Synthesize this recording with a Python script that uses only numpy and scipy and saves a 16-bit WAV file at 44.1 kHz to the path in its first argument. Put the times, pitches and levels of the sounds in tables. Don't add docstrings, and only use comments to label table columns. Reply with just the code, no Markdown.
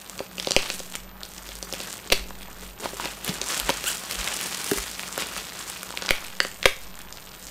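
import sys
import numpy as np
from scipy import signal
from scipy.fft import rfft, irfft
from scipy.io import wavfile

SR = 44100
rng = np.random.default_rng(int(sys.argv[2]) if len(sys.argv) > 2 else 0)


def makeup_ratio(level_db):
    decades = np.asarray(level_db, float) / 20
    return 10 ** decades


def dump(signal):
    limited = np.clip(np.atleast_2d(signal).T, -1, 1)
    pcm = np.round(limited * 32767).astype(np.int16)
    wavfile.write(sys.argv[1], SR, pcm)


N = 331057

# f/Hz, relative level/dB, full t60/s
BOX_MODES = [(183, -2, .06), (300, -2, .04), (400, -1, .09), (550, 0, .028), (730, -5, .02),
             (950, -4, .025)]


def in_time(rows):
    s, *columns = np.transpose(rows)
    return [np.interp(np.arange(N) / SR, s, c) for c in columns]


def rms_one(x):
    return x / np.sqrt(np.mean(x ** 2) + 1e-20)


def at_hz(points, hz):
    points_hz, points_db = np.transpose(points)
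    return np.interp(np.log(hz), np.log(points_hz), points_db)


def drift(corner_hz):
    r = np.exp(-40 * np.pi * corner_hz / SR)
    noise = rng.standard_normal(N // 20 + 2002)
    slow = signal.lfilter([1], [1, -2 * r, r * r], noise)[2000:]
    return np.interp(np.arange(N) / 20, np.arange(len(slow)), rms_one(slow))


def ring(clicks, hz, t60_s):
    r = makeup_ratio(-60 / (t60_s * SR))
    w = 2 * np.pi * min(hz, 18000) / SR
    return signal.lfilter([0, np.sin(w)], [1, -2 * r * np.cos(w), r * r], clicks + 1e-18)


def buckles(per_s, spread_db, clump_db):
    sizes = makeup_ratio(spread_db * np.minimum(rng.exponential(1, N), 5)) * rng.choice([-1, 1], N)
    chance = per_s * makeup_ratio(clump_db * drift(50)) / SR
    return sizes * (rng.random(N) < chance)


def handling():
    # t/s, crinkle level/dB, brightness/(dB/octave)
    steady = [(0.0, -37.5, -2.5), (0.3, -44, -3), (0.41, -34.5, -2), (0.64, -33.5, -9), (0.87, -49, -3),
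              (1.05, -50, -11), (1.19, -48, -11), (1.24, -41, -2.5), (1.6, -38, -2), (2.06, -40.5, -3),
              (2.27, -48, 0.5), (2.55, -40, -7.5), (2.76, -56.5, -9.5), (2.81, -35.5, -1), (3.2, -39, -3),
              (3.4, -35.5, -6.5), (3.99, -35, -5), (4.2, -28, -3.5), (4.87, -34, -3.5), (5.79, -39, -3),
              (6.35, -38, -1), (6.79, -43, -2.5), (7.06, -44, -6.5), (7.5, -40, 0.5)]
    # t/s, crinkle level/dB, 10 dB fade/s, brightness/(dB/octave), rustle level/dB
    squeezes = [(0.2, -39, 0.06, -6.5, -45), (0.72, -32, 0.17, 0, -47), (0.95, -29, 0.01, -5, -63),
                (1.819, -32.5, 0.17, -3, -46.5), (2.16, -41.5, 0.16, -8, -42),
                (2.628, -35.5, .08, -1.5, -52), (2.842, -29, 0.04, -8, -35), (3.045, -25.5, 0.06, -7, -42),
                (3.291, -25.5, 0.0744, -2.5, -36), (3.418, -31, 0.03, -4.5, -40.5),
                (3.528, -22, 0.1067, -4, -52), (3.696, -23, 0.0528, -6, -49),
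                (3.88, -25.5, 0.12, -1.5, -57), (4.13, -26, 0.02, 0, -42), (4.29, -27.5, 0.07, -7, -61),
                (4.459, -26, 0.08, -1.2, -62), (4.701, -26.5, 0.14, 0, -48), (4.601, -31, 0.05, -1, -66),
                (4.99, -34, 0.04, 0.5, -68), (5.208, -26, 0.1, -5, -43.5), (5.381, -29.5, 0.08, -3.5, -49),
                (5.64, -32.5, 0.18, -4, -54), (6.08, -29.5, 0.16, -9.5, -55)]
    rise_share = 0.72
    drag_db = -21
    t = np.arange(N) / SR
    steady_db, tilt = in_time(steady)
    film_power = makeup_ratio(2 * steady_db)
    box_power = makeup_ratio(2 * (steady_db + drag_db))
    tilt = tilt * film_power
    for s, db, fade_s, brightness, box_db in squeezes:
        shape = makeup_ratio(-20 * np.maximum(t - s, (s - t) / rise_share) / fade_s)
        squeeze_power = makeup_ratio(2 * db) * shape
        film_power = film_power + squeeze_power
        box_power = box_power + makeup_ratio(2 * box_db) * shape
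        tilt = tilt + brightness * squeeze_power
    return 10 * np.log10(film_power), tilt / film_power, 10 * np.log10(box_power)


def crinkle(level_db, brightness):
    # f/Hz, relative level/(dB per Hz)
    film_spectrum = [(410, -37), (700, -27), (1500, -10.5), (2190, -21), (2630, -8.5), (6320, -11),
                     (8100, -1.5), (9600, -18.5), (13300, -16), (16000, -26)]
    # t/s, crispness/dB
    crispness = [(0.0, 4), (2.7, 4), (2.85, -4), (5.6, -4), (5.9, 3), (7.5, 4)]
    crisp_db, = in_time(crispness)
    per_s = 3000 * makeup_ratio(.6 * (level_db + 36) - crisp_db)
    clicks = rms_one(buckles(per_s, spread_db=3.6, clump_db=2.8) / np.sqrt(per_s))
    creases = rms_one(buckles(per_s=55, spread_db=3.0, clump_db=3.0))
    ticks = .24 * makeup_ratio(crisp_db) * creases
    pitches_hz = np.geomspace(800, 15000, 22)
    dealt = rng.integers(0, len(pitches_hz), N)
    out, power = 0, 0
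    for k, hz in enumerate(pitches_hz):
        struck = clicks * (.11 + (dealt == k)) + ticks
        patch = rms_one(ring(struck, hz, 6.0 / hz)) * (-1) ** k
        gain = np.sqrt(hz) * makeup_ratio(at_hz(film_spectrum, hz) + brightness * np.log2(hz / 3000))
        patchy = makeup_ratio(2.2 * drift(15))
        out = out + gain * patchy * patch
        power = power + gain ** 2
    return makeup_ratio(level_db) * out / np.sqrt(power)


def snaps():
    # t/s, peak/dB, film f/Hz, treble tick/dB re film ring, box knock/dB re snap
    single = [(0.192, -18, 2840, -23, -22), (0.3824, -17.5, 2820, -19, -9.5),
              (0.3987, -11.5, 3160, -29, -17.5), (0.4473, -14.5, 3000, -13, -36),
              (0.4719, -9.5, 4000, -27, -2.5), (0.4855, -17, 4010, -26, -17),
              (0.5083, -3.5, 5070, -31, -11.5), (0.5187, -3.5, 4230, -31, -34),
              (0.5645, 1.5, 3070, -46, -6.5), (0.6617, -20, 2860, -12, -17),
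              (0.7017, -7.5, 2820, -22, -16.5), (0.802, -19, 3340, -29, -5),
              (1.233, -16.5, 4160, -7.5, -20), (1.381, -18.5, 4800, -15, -23), (1.49, -19, 3250, -2.5, -11),
              (1.627, -12, 5870, -36, -13), (1.7257, -14.5, 5370, -21, -8.5), (1.737, -14, 3130, -1, -8),
              (1.803, -18, 2900, -8, -6.5), (1.9397, -21, 3600, 3, -26), (2.102, -12.5, 2720, -13, -13),
              (2.1175, -16, 2830, -23, -1), (2.3064, -23.5, 1010, -4, -6), (2.8567, -15, 1010, -10, -9),
              (2.9985, -15, 1220, -11, -18), (3.088, -25, 3000, 2, -25), (3.056, -13.5, 2810, -7, -4.5),
              (3.2463, -12.5, 4370, 5, -19), (3.279, -10.5, 3400, 0, -14), (3.2915, -13, 5570, -7, -26),
              (3.4152, -7, 3940, -14, -16), (3.5994, -5, 3100, 1.5, -24), (3.6923, -2.5, 1000, -3, -12),
              (3.6995, -7.5, 3080, -18, -6.5), (3.8405, -13, 2580, -3, -12), (3.9302, -18, 5400, -10, -34),
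              (3.9705, -20, 6530, -2, -27), (3.7032, -8.5, 3170, -5, -6.5), (4.1112, -11, 3000, 0, -34),
              (4.1232, -15, 3500, -10, -26), (4.153, -21, 6500, -4, -28), (4.2437, -10, 2600, -5, -31),
              (4.2762, -10.5, 2630, -8, -20), (4.412, -12.5, 2890, 2, -33), (4.5459, -12.5, 3530, -6, -34),
              (4.714, -6.5, 1730, 4.5, -15), (4.7838, -9.5, 1230, 0.5, -24), (4.995, -10.5, 1740, -5, -37),
              (5.033, -18, 1550, -16, -26), (5.178, -8.5, 1010, 5, -9), (5.365, -13, 1160, -23, -21),
              (5.379, -17, 2600, -16, -26), (5.3881, -21, 2000, -15, -22), (5.831, -13.5, 1370, 6.5, -21),
              (5.974, -9.5, 2360, -7, -19), (6.0222, -13, 4800, -21, -13), (6.0614, -13, 3480, -26, -37),
              (6.0906, -5, 2280, -15, -33), (6.1075, 3.5, 2280, -5.5, -14.5),
              (6.119, -16.5, 2170, -18, -12), (6.2475, -21, 2600, 0, -28), (6.403, 0, 2150, -16, -16),
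              (6.4496, -11.5, 1420, -24, -7.5), (6.6294, -10, 2420, -22, -21),
              (6.6419, -14, 1650, -26, -17), (7.0168, -23.5, 2070, 5, -34), (7.1257, -20.5, 5230, -22, -24)]
    # t/s, first peak/dB, first film f/Hz, box knock/dB re each snap, snaps in the run
    tears = [(2.1218, 1.5, 2920, -11, 5), (6.656, 5, 1950, -9, 3)]
    gap_s, slowing, loss_db, tear_tick_db = .0018, 1.25, 2.5, -6.5
    slackens = 0.99
    lid = knock(614)
    torn = []
    for s, db, hz, knock_db, count in tears:
        for k in range(round(count)):
            at_s = s + gap_s * k ** slowing
            torn.append((at_s, db - loss_db * k, hz * slackens ** k, tear_tick_db, knock_db))
    events = list(single) + torn
    out, t = np.zeros(N + SR), np.arange(SR // 10) / SR
    chance = rng.standard_normal((len(events), 2, len(t)))
    soft = signal.butter(2, 7000, fs=SR, output="sos")
    tick = signal.butter(2, [5000, 14000], "band", fs=SR, output="sos")
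    for (s, peak_db, hz, tick_db, knock_db), (size, odds) in zip(events, chance):
        fractures = size * (odds > 1.3) * np.exp(-t / .0009)
        fractures[0] = 1.3
        pushed = np.diff(fractures, prepend=0)
        pushed = signal.sosfilt(soft, pushed)
        film = ring(pushed, hz, 5.5 / hz) + .5 * ring(pushed, 1.5 * hz, 4.0 / hz)
        treble = signal.sosfilt(tick, fractures)
        crack = film / np.abs(film).max() + makeup_ratio(tick_db) * treble / np.abs(treble).max()
        at = round(s * SR)
        out[at:at + len(t)] += makeup_ratio(peak_db) * (crack / np.abs(crack).max() + makeup_ratio(knock_db) * lid)
    return out[:N]


def squeak():
    # t/s, slip rate/Hz, level/dB
    slip_track = [(3.857, 1456, -34), (3.868, 1337, -25.5), (3.886, 1697, -23.5), (3.897, 1676, -37),
                  (3.9, 1480, -29), (3.908, 1583, -29), (3.911, 1310, -29.5), (3.932, 1270, -50)]
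    hz, level_db = in_time(slip_track)
    cycles = np.cumsum(hz * (1 + 0.035 * drift(200))) / SR
    slips = np.diff(np.floor(cycles), prepend=0) * makeup_ratio(2.2 * drift(370))
    slips = np.diff(slips, prepend=0)
    n = np.arange(N)
    sounding = (n > slip_track[0][0] * SR) & (n < slip_track[-1][0] * SR)
    film = ring(slips, 2500, 0.0028) + 0.55 * ring(slips, 1360, 0.0047) + 0.43 * ring(slips, 7300, 0.0014)
    return makeup_ratio(level_db) * sounding * rms_one(film)


def box_rustle(level_db):
    clicks = buckles(per_s=400, spread_db=2.0, clump_db=2.5)
    modes = [makeup_ratio(db) * ring(clicks * rng.standard_normal(N), hz, 0.26 * t60_s)
             for hz, db, t60_s in BOX_MODES]
    return makeup_ratio(level_db) * rms_one(sum(modes))


def knock(spot_hz):
    blow = np.arange(SR // 10) == SR // 1000
    x = 0
    for hz, db, t60_s in BOX_MODES:
        favour_db = -26.0 * abs(np.log2(hz / spot_hz))
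        x = x + makeup_ratio(db + favour_db) * ring(blow, hz, t60_s)
    return x / np.abs(x).max()


def bumps():
    # t/s, peak/dB, struck spot f/Hz
    blows = [(0.204, -15, 583), (2.8414, -38, 455), (2.8571, -16, 1000), (2.933, -23.5, 510),
             (2.998, -20, 960), (3.043, -21, 950), (3.0498, -28, 450), (3.2915, -17.5, 180),
             (3.693, -11, 950), (3.704, -19, 760), (4.41, -34, 180), (4.7165, -9, 345), (4.733, -25, 300),
             (4.759, -28, 400), (4.775, -24, 392), (5.939, -24.5, 950), (6.6587, -12, 960)]
    out = np.zeros(N + SR)
    for s, db, hz in blows:
        at = round(s * SR)
        out[at:at + SR // 10] += makeup_ratio(db) * knock(hz)
    return out[:N]


def room(x):
    t60_s, level_db, reach_hz, wall_cut_hz = 0.32, -10.5, 1450, 14600
    t = np.arange(SR // 2) / SR
    tail = rng.standard_normal(len(t)) * makeup_ratio(-60 * t / t60_s) * (t > .003)
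    band = signal.butter(1, [reach_hz, wall_cut_hz], "band", fs=SR, output="sos")
    tail = signal.sosfilt(band, tail)
    tail = tail / np.sqrt(np.sum(tail ** 2))
    return makeup_ratio(level_db) * signal.fftconvolve(x, tail)[:N]


def desk():
    # t/s, level/dB
    shakes = [(2.22, -36.5), (2.309, -52), (3.39, -75), (3.649, -38), (4.202, -33), (4.798, -34.5),
              (6.86, -53)]
    swing_hz, shake_s = 45.3, 0.023
    t = np.arange(N) / SR
    out = np.zeros(N)
    for s, db in shakes:
        swell = np.exp(-((t - s) / shake_s) ** 2)
        out += makeup_ratio(db) * np.sqrt(2) * swell * np.sin(2 * np.pi * swing_hz * (t - s))
    return out


def wavering(hz, width_hz):
    t60_s = np.log(1000) / (np.pi * width_hz)
    once = ring(rng.standard_normal(N), hz, t60_s)
    return rms_one(ring(once, hz, t60_s))


def air():
    # f/Hz, relative level/(dB per Hz)
    noise_spectrum = [(30, -50), (60, -8), (110, -7), (200, -8), (300, -13), (550, -11), (1200, -14),
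                      (2500, -23), (5000, -33), (11000, -43), (16000, -47)]
    # f/Hz, width/Hz, rms level/dB
    hums = [(48.36, 4.1, -52), (185.6, 8.1, -54)]
    noise_db = -50
    hz = np.maximum(np.arange(N // 2 + 1) * SR / N, 1)
    noise = irfft(rfft(rng.standard_normal(N)) * makeup_ratio(at_hz(noise_spectrum, hz)), N)
    hum = sum(makeup_ratio(db) * wavering(f, width_hz) for f, width_hz, db in hums)
    return makeup_ratio(noise_db) * rms_one(noise) + hum


def whine():
    whine_hz, level_db, pan_db = 13507, -55.5, -6
    phase = 2 * np.pi * whine_hz * np.arange(N) / SR + 1.9 * drift(3.3)
    return makeup_ratio(level_db) * np.sqrt(2) * np.sin(phase) * makeup_ratio(pan_db * np.array([[.5], [-.5]]))


def scene():
    crinkle_db, brightness, box_db = handling()
    wrap = crinkle(crinkle_db, brightness) + box_rustle(box_db) + snaps() + bumps() + squeak()
    no_bass = signal.butter(2, 130, "high", fs=SR, output="sos")
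    wrap = signal.sosfilt(no_bass, wrap)
    return wrap + room(wrap) + desk() + air() + whine()


def roll_off(x):
    return signal.sosfilt(signal.butter(12, 16690, fs=SR, output="sos"), x)


def record(dry):
    top, sag_depth, sag_s, coupling_hz, stop_hz = 1.0, .115, .04, .6, 16200
    t = np.arange(N) / SR
    overload_s = np.where(np.abs(dry) > .95 * top, t, -9.)
    last_overload_s = np.maximum.accumulate(overload_s, axis=1)
    sag = -sag_depth * np.exp((last_overload_s - t) / sag_s)
    sag = signal.lfilter([.006], [1, -.994], sag)
    coupling = signal.butter(1, coupling_hz, "high", fs=SR, output="sos")
    sag = signal.sosfilt(coupling, sag)
    clipped = np.clip(dry + sag, -top, top)
    treble_cut = signal.cheby2(10, 40, stop_hz, fs=SR, output="sos")
    return roll_off(signal.sosfilt(treble_cut, clipped))


dry = scene()
out = record(dry)
dump(out)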